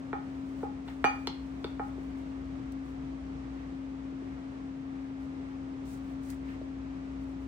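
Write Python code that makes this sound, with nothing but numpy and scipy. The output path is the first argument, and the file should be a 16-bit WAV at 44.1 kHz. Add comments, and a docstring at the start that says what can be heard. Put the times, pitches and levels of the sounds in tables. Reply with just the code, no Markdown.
"""A quiet kitchen, with a two-port microphone close to a big glass jar of flour that stands to its right.
From the start a fridge hums (beating sines, coloured noise) and flour trickles (grainy high noise).
Soon a small cup knocks on the jar wall (clicks, air thumps, decaying modes of glass and cup), each blow
with a worktop echo and a noise tail of the room. Short slides of flour come between, lower noise rasps as
the cup drags, bright cracks come with some knocks and slides or alone; late on, flour lands with a thump."""
import sys
import numpy as np
from scipy import signal
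from scipy.fft import rfft, irfft, next_fast_len
from scipy.io import wavfile

SR = 44100
rng = np.random.default_rng(int(sys.argv[2]) if len(sys.argv) > 2 else 0)


def materialize(psi):
    """Save the field psi as 16-bit PCM at rate SR to the path in sys.argv[1].

    A 1-D psi becomes a single channel; in a 2-D psi each row is a channel.
    """
    bounded = np.clip(np.atleast_2d(psi).T, -1, 1)
    quanta = np.round(bounded * 32767).astype(np.int16)
    wavfile.write(sys.argv[1], SR, quanta)


N = 329427

# Room tone behind the jar. Each row: frequency in Hz, relative density in dB per Hz.
ROOM_TONE_COLOUR = [(20, -44), (33, -17.5), (48, -10), (66, -0.5), (88, -5), (157, -3.5), (220, -6.5),
                    (330, -7.5), (480, -13.5), (800, -15.5), (2200, -26.5), (4500, -37.5), (8500, -45),
                    (11000, -58.5), (16000, -61)]
# Chosen stereo spread of the noise, wide in the treble. 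Each row: frequency in Hz, shared power from 0 to 1,
# radians by which the right leads, left minus right in dB.
STEREO_SPREAD = [(39.7, 1, 0.5, 2), (154, 1, 0.5, 0), (215, 0.7, 0, 1.5), (347, 1, 1.22, -1),
                 (461, 0.02, 1.5, 1.5), (764, 0.5, 2, -2), (950, 0.3, 2.5, 0), (1200, 0.8, 1.5, -0.5),
                 (2260, 0, 4.5, 2), (4900, 0.05, 3.5, -2), (6600, 0, 3, 1.5), (8720, 0.9, 4.5, 2),
                 (9100, .999, 3.14, 0), (12600, .999, 3.14, 0), (13900, 0.5, 2, -3), (15400, 0.5, 3, 2.5)]
# Spectrum of sifting flour. Each row: frequency in Hz, relative density in dB per Hz.
SIFT_COLOUR = [(2000, -29), (4000, -6.5), (6500, -5.5), (8300, -2), (10000, -1.5), (12500, -10),
               (16000, -6)]
# Trickle of flour that swells and thins under the slides. Each row: time in seconds, level in dB.
TRICKLE = [(0, -79.5), (.4, -73.5), (.75, -87), (1.15, -67), (1.45, -74.5), (2.2, -78), (3.1, -84.5),
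           (7.47, -87.5)]
# Knocks of cup on jar, and soft dull thumps, the last like flour landing in a bowl.
# Each row: start in seconds, click in dB, contact sharpness in Hz, air thump in Hz,
# thump in dB, jar ring in dB, cup ring in dB, tick in dB.
BLOWS = [(0.1297, -26, 2040, 440, -21.5, -35.5, -59, -42), (0.63, -40, 990, 470, -21, -32.5, -69, -56.5),
         (0.879, -58, 3600, 400, -58, -65, -71, -53), (.8845, -54, 3400, 400, -59, -64, -70, -49),
         (1.042, -7.5, 2600, 470, -18, -24, -20.5, -56), (1.272, -31, 8500, 402, -21.5, -58, -74, -36),
         (1.6434, -33, 4700, 407, -20, -51, -72, -41.5), (1.795, -25.5, 1540, 483, -28, -34, -70, -52),
         (1.978, -61, 710, 390, -25, -68, -77, -60), (4.122, -39, 600, 335, -25.5, -75, -82, -58),
         (4.219, -45, 600, 348, -27, -64, -82, -64), (6.611, -58, 650, 585, -27.5, -70, -90, -53)]
# Dry tick of a hard edge on glass. 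Each mode: frequency in Hz, relative level in dB, t60 in seconds.
TICK_MODES = np.transpose([ [910, 1420, 2150, 2907, 3500, 4230, 4900, 5900, 7600, 8700],
              [11, 7, 3, 4, 11, 13, 0, -11, -15, -21],
              [.010, .009, .006, .007, .008, .007, .005, .005, .004, .004]])
# Dead slap of the wall under the cup. Each row: frequency in Hz, relative level in dB, t60 in seconds.
SLAP_MODES = [(1010, 7.5, 0.005), (1445, 3, 0.03), (1874, 7.5, 0.012), (2317, 3, 0.05)]
# Jar wall. Each mode: frequency in Hz, relative level in dB, t60 in seconds, left minus right in dB,
# radians by which the right leads.
JAR_MODES = np.transpose([ [570, 772, 802, 829, 845, 884, 1060, 1163, 1250, 1268, 1365, 1481, 1775, 1891, 2294],
             [-22, -2, 0.5, 0.43, -7.5, -7, -10.5, -16, -10, -4, -3, -14, -12, -16, -8],
             [0.2, 0.26, 0.22, 0.21, 0.34, 0.226, 0.08, 0.2, 0.3, 0.28, 0.2, 0.25, 0.2, 0.2, 0.11],
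             [-3.0, 0.0, -9.5, 2.2, -10.5, 1.5, -1.0, 1, -6.5, 0.0, 3.5, -3.0, -5, 1, 5.5],
             [-0.16, 2.2, 2.5, 0.19, 1.5, -1.5, -0.5, 5.5, 1.5, -2.5, 3.7, 2.0, 1.5, 0.5, -2.0]])
# Cup ringing free, in close pairs that beat. Each mode: frequency in Hz, relative level in dB,
# t60 in seconds, left minus right in dB, radians by which the right leads.
CUP_MODES = np.transpose([ [2371, 2413, 2422, 2432, 2858, 2877, 3345, 3387, 4585, 4615, 5010, 6086, 6103, 6440, 7733, 8095, 8143, 8450],
             [-20, -15, -2.5, -16, -21.5, -14.5, -34, -34.5, -29, -31.5, -32, -28.5, -33, -33.5, -44, -41, -36, -36],
             [0.1, 0.55, 0.18, 0.2, 0.33, 0.15, 0.3, 0.33, 0.42, 0.36, 0.19, 0.18, 0.25, 0.33, 0.25, 0.25, 0.2, 0.17],
             [2.0, -1.0, 2.0, -1.0, 1, 3.5, 1.0, -3.0, -2.5, 2.5, 2.0, -9, 8.5, 2, 4, -4, 5, 3.5],
             [12.0, -2.5, 1.36, 5.8, 2.0, -5.0, 0.6, -2, 1.6, 0.5, 3.5, 0.0, 4.0, 4.0, -4.0, -8.5, -2.0, -2.6]])
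# Kitchen echoes. Each row: frequency in Hz, t60 in seconds.
KITCHEN_DECAY = [(300, 0.033), (1000, 0.43), (4000, 0.37), (12000, 0.11)]
# Fine flour slipping over itself. Each row: start of hold in seconds, hold in seconds, level in dB.
SLIDES = [(0.488, 0.028, -75), (.585, 0.055, -68.5), (0.872, 0.05, -68), (1.646, 0.021, -72),
          (1.837, 0.045, -73), (2.025, .03, -76), (2.177, 0.029, -75), (2.857, 0.052, -73.5),
          (5.209, 0.029, -75), (5.867, 0.087, -59), (6.038, 0.094, -73), (6.237, 0.033, -63),
          (6.297, 0.015, -54), (6.47, 0.071, -74), (7.21, .03, -75), (7.291, 0.025, -75), (7.41, .03, -75)]
# Bright cracks of flour crusts and hard contacts. Each row: start in seconds, level at the start in dB.
CRACKS = [(0.8782, -62.5), (1.043, -38), (1.271, -42), (1.6428, -55), (2.7213, -48.5), (5.8554, -59),
          (6.2347, -62), (6.302, -44)]
# Cup dragged through the flour. 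Each row: middle in seconds, length in seconds, level in dB.
DRAGS = [(0.899, 0.027, -54), (3.602, 0.074, -62.5), (4.34, 0.094, -63), (4.977, 0.22, -67),
         (5.499, 0.092, -64), (6.307, 0.042, -59), (6.508, 0.05, -55), (7.048, 0.053, -67)]
# Spectrum of the drags. Each row: frequency in Hz, relative density in dB per Hz.
DRAG_COLOUR = [(400, -35), (1000, -2.5), (1500, -1.5), (1950, 1.5), (2600, -6.5), (7000, -29.5)]

HUM_HZ, HUM_DB = 268.68, (-37.5, -43)   # rms level: left, right
# two motors turn at almost the same speed, so their tone swells and fades; rms levels
MOTOR_HZ, MOTOR_DB, SECOND_MOTOR_DB = 59.2, -52.5, -58
BEAT_PERIOD_S, BEAT_LOUDEST_S = 4.56, 2.78
ROOM_TONE_DB = -46
SLIDE_RISE_DB_PER_S, SLIDE_FALL_DB_PER_S, CRACK_T60_S = 700.5, 300.5, 0.019
THUMP_T60_S = 0.018
REBOUND_S, REBOUND_DB = 0.000914, -4.5   # a hard edge touches a second time at once; delay varies per blow
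RING_LAG_S, RING_RISE_S = 0.002036, 0.0036   # the glass takes a moment to ring up
JAR_LAG_S = .00009   # the jar stands to the right: the left port hears the blows later
COUNTER_LAG_S, COUNTER_DB = (0.0056, .0055), -6   # one strong echo off the worktop: left, right
KITCHEN_DB, RING_ROOM_DB = -6.5, -8.5   # echo level; share of the rings sent into the kitchen
CUTOFF_HZ = 15800


def from_db(db):
    """Decibels to gain."""
    return 10 ** (np.asarray(db) / 20)


def rms_one(x):
    """Scale to rms 1."""
    return x / np.sqrt(np.mean(x ** 2))


def in_time(rows):
    """A (seconds, value) curve at every sample."""
    return np.interp(np.arange(N) / SR, *np.transpose(rows))


def at_hz(rows, hz):
    """Every column of a table, read on a log-frequency axis."""
    key, *columns = np.transpose(rows)
    return [np.interp(np.log(hz), np.log(key), c) for c in columns]


def drift(rate):
    """Slow chance at about rate changes a second, spread 1: noise through a double low-pass pole."""
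    r = np.exp(-2 * np.pi * rate / SR)
    wander = signal.lfilter([1], [1, -2 * r, r * r], rng.standard_normal(N + SR))
    return rms_one(wander[SR:])


def stereo_noise(colour):
    """Coloured noise, left and right: a shared part with a phase lead and a part of each side's own; rms 1."""
    size = next_fast_len(N)
    hz = np.maximum(np.fft.rfftfreq(size, 1 / SR), 1)
    shared, lead, balance_db = at_hz(STEREO_SPREAD, hz)
    shared = np.clip(shared, 0, 1)
    tilt = from_db(balance_db / 2)
    common, left, right = rfft(rng.standard_normal((3, size)))
    common, own = np.sqrt(shared) * common, np.sqrt(1 - shared)
    left = (common + own * left) * tilt
    right = (common * np.exp(1j * lead) + own * right) / tilt
    spectrum = np.array([left, right]) * from_db(at_hz(colour, hz)[0])
    return rms_one(irfft(spectrum, size)[:, :N])


def fridge():
    """A steady hum and a beating low motor tone, over the rumble and hiss of the room."""
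    t = np.arange(N) / SR
    side_phase = np.array([[0], [.17]])   # radians: left, right
    hum = from_db(0.91 * drift(5.9)) * np.sin(2 * np.pi * HUM_HZ * t + side_phase)
    turn = 2 * np.pi * MOTOR_HZ * t + 0.29 * drift(1.0)
    beat = 2 * np.pi * (t - BEAT_LOUDEST_S) / BEAT_PERIOD_S
    slower = from_db(MOTOR_DB) * np.sin(turn - beat / 2)
    faster = from_db(SECOND_MOTOR_DB) * np.sin(turn + beat / 2)
    motor = (slower + faster) * from_db([[1.2], [-1.2]])   # a little stronger on the left
    tones = from_db(HUM_DB)[:, None] * hum + motor
    room_tone = from_db(ROOM_TONE_DB + .5 * drift(1.9)) * stereo_noise(ROOM_TONE_COLOUR)
    return np.sqrt(2) * tones + room_tone   # root 2 takes a sine from rms to peak


def slide(t, s, hold, db):
    """Grains let go, slip for a while and settle: level rises to a hold and falls, straight in dB."""
    rise_db = SLIDE_RISE_DB_PER_S * np.maximum(s - t, 0)
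    fall_db = SLIDE_FALL_DB_PER_S * np.maximum(t - s - hold, 0)
    return from_db(db - rise_db - fall_db)


def flour():
    """Fine grains hiss high and grainy, crusts and hard contacts crack; drags of the cup rasp lower."""
    t = np.arange(N) / SR
    # a drag is 2.3 dB down at either end of its length
    strokes = sum(from_db(db - 2.3 * ((t - s) / length * 2) ** 2) for s, length, db in DRAGS)
    cracks = sum(from_db(db - 60 * np.abs(t - s) / CRACK_T60_S) * (t >= s) for s, db in CRACKS)
    slides = sum(slide(t, *row) for row in SLIDES)
    grainy = (from_db(in_time(TRICKLE)) + slides) * from_db(1.1 * drift(60))
    sifting = (grainy + cracks) * stereo_noise(SIFT_COLOUR)
    return sifting + strokes * from_db(2.0 * drift(74)) * stereo_noise(DRAG_COLOUR)


def modes(table, t):
    """Decaying sines from one blow, each struck a little differently."""
    hz, level_db, t60 = np.transpose(table)[:, :, None]
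    level_db = level_db + rng.standard_normal(hz.shape)
    return np.sum(from_db(level_db - 60 * t / t60) * np.sin(2 * np.pi * hz * t), axis=0)


def rings(table, t, neighbour_sign):
    """Modes of jar or cup at both ports; each radiates towards its own side."""
    hz, level_db, t60, balance_db, lead = np.transpose(table)[:, :, None]
    since = np.maximum(t - RING_LAG_S, 0)
    level_db = level_db + rng.standard_normal(hz.shape)
    gain = from_db(level_db - 60 * since / t60) * (1 - np.exp(-since / RING_RISE_S))
    gain = gain * neighbour_sign ** np.arange(len(hz))[:, None]   # a negative factor alternates the signs
    turn, tilt = 2 * np.pi * hz * since, from_db(balance_db / 2)
    left = np.sum(gain * tilt * np.sin(turn), axis=0)
    right = np.sum(gain / tilt * np.sin(turn + lead), axis=0)
    return np.array([left, right])


def tick_of_edge(t):
    """A hard edge excites short glass modes, then touches again after a slightly random gap."""
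    touch = modes(TICK_MODES * [rng.normal(1, 0.013), 1, 1], t)   # no two edges sound quite alike
    gap = REBOUND_S * rng.uniform(0.84, 1.24)
    return touch + from_db(REBOUND_DB) * np.interp(t - gap, t, touch, left=0)


def knocks_and_thumps():
    """Each blow mixes a click, air thump, slap, tick and two rings; rows: blow, rings left, rings right."""
    out, t = np.zeros((3, N + SR)), np.arange(SR // 2) / SR
    for s, click_db, contact_hz, thump_hz, thump_db, jar_db, cup_db, tick_db in BLOWS:
        tick = from_db(tick_db) * tick_of_edge(t)
        thump = from_db(thump_db) * modes([(thump_hz, 0, THUMP_T60_S)], t)
        blow = thump + tick + from_db(jar_db) * modes(SLAP_MODES, t)
        blow[0] += from_db(click_db) * SR / contact_hz / 2   # a softer contact spreads the same peak wider
        contact = signal.butter(2, min(contact_hz, 18000), fs=SR, output="sos")
        struck = np.vstack([blow, from_db(jar_db) * rings(JAR_MODES, t, 1.0)])
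        sound = signal.sosfilt(np.vstack([contact, contact]), struck)
        sound[1:] += from_db(cup_db) * rings(CUP_MODES, t, -1.013)
        out[:, round(s * SR):][:, :len(t)] += sound
    # bending waves in the glass carry the highs faster: the click arrives as a falling chirp
    pole = np.exp(-2 * np.pi * 600 / SR)
    chirp = np.tile([-pole, 1, 0, 1, -pole, 0], (10, 1))   # ten all-pass stages
    chirped = signal.sosfilt(chirp, out[:, :N] + 1e-18)
    return signal.sosfilt(signal.butter(2, 280, "high", fs=SR, output="sos"), chirped)


def worktop(hits):
    """One reflection reaches each port at its own delay; a small top reflects few lows."""
    n = np.arange(N)
    bounce = signal.lfilter(*signal.butter(2, 1100, "high", fs=SR), hits)
    return np.array([np.interp(n - lag * SR, n, bounce) for lag in COUNTER_LAG_S])


def kitchen(x):
    """Dense echoes: octave bands of noise, each dying at its own rate, other noise for each port."""
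    t = np.arange(SR // 2) / SR
    tail, swell = 0, 1 - np.exp(-t / 0.00091)   # the echoes build up over a few ms
    for low in 150 * 2. ** np.arange(7):
        band = signal.butter(2, [low, 2 * low], "band", fs=SR, output="sos")
        t60 = at_hz(KITCHEN_DECAY, low * np.sqrt(2))[0]
        noise = signal.sosfilt(band, rng.standard_normal((2, len(t))))
        tail = tail + noise * from_db(-60 * t / t60)
    tail = tail * swell
    tail = tail / np.sqrt(np.sum(tail ** 2) / 2)   # mean energy 1 per port
    return signal.fftconvolve(x[None], tail, axes=1)[:, :N]


def scene():
    """Blows reach the right port first, bounce off the worktop and fill the kitchen; flour and fridge lie under."""
    (hits, *ringing), n = knocks_and_thumps(), np.arange(N)
    late_hits = np.interp(n - JAR_LAG_S * SR, n, hits)
    direct = np.array([late_hits, hits]) + ringing
    room = kitchen(hits + from_db(RING_ROOM_DB) * ringing[1])   # the right port's rings feed the room
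    struck = direct + from_db(COUNTER_DB) * worktop(hits) + from_db(KITCHEN_DB) * room
    return struck + flour() + fridge()


def record(dry):
    """The top is cut steeply by an elliptic low-pass."""
    return signal.sosfilt(signal.ellip(10, .5, 70, CUTOFF_HZ, fs=SR, output="sos"), dry)


dry = scene()
out = record(dry)
materialize(out)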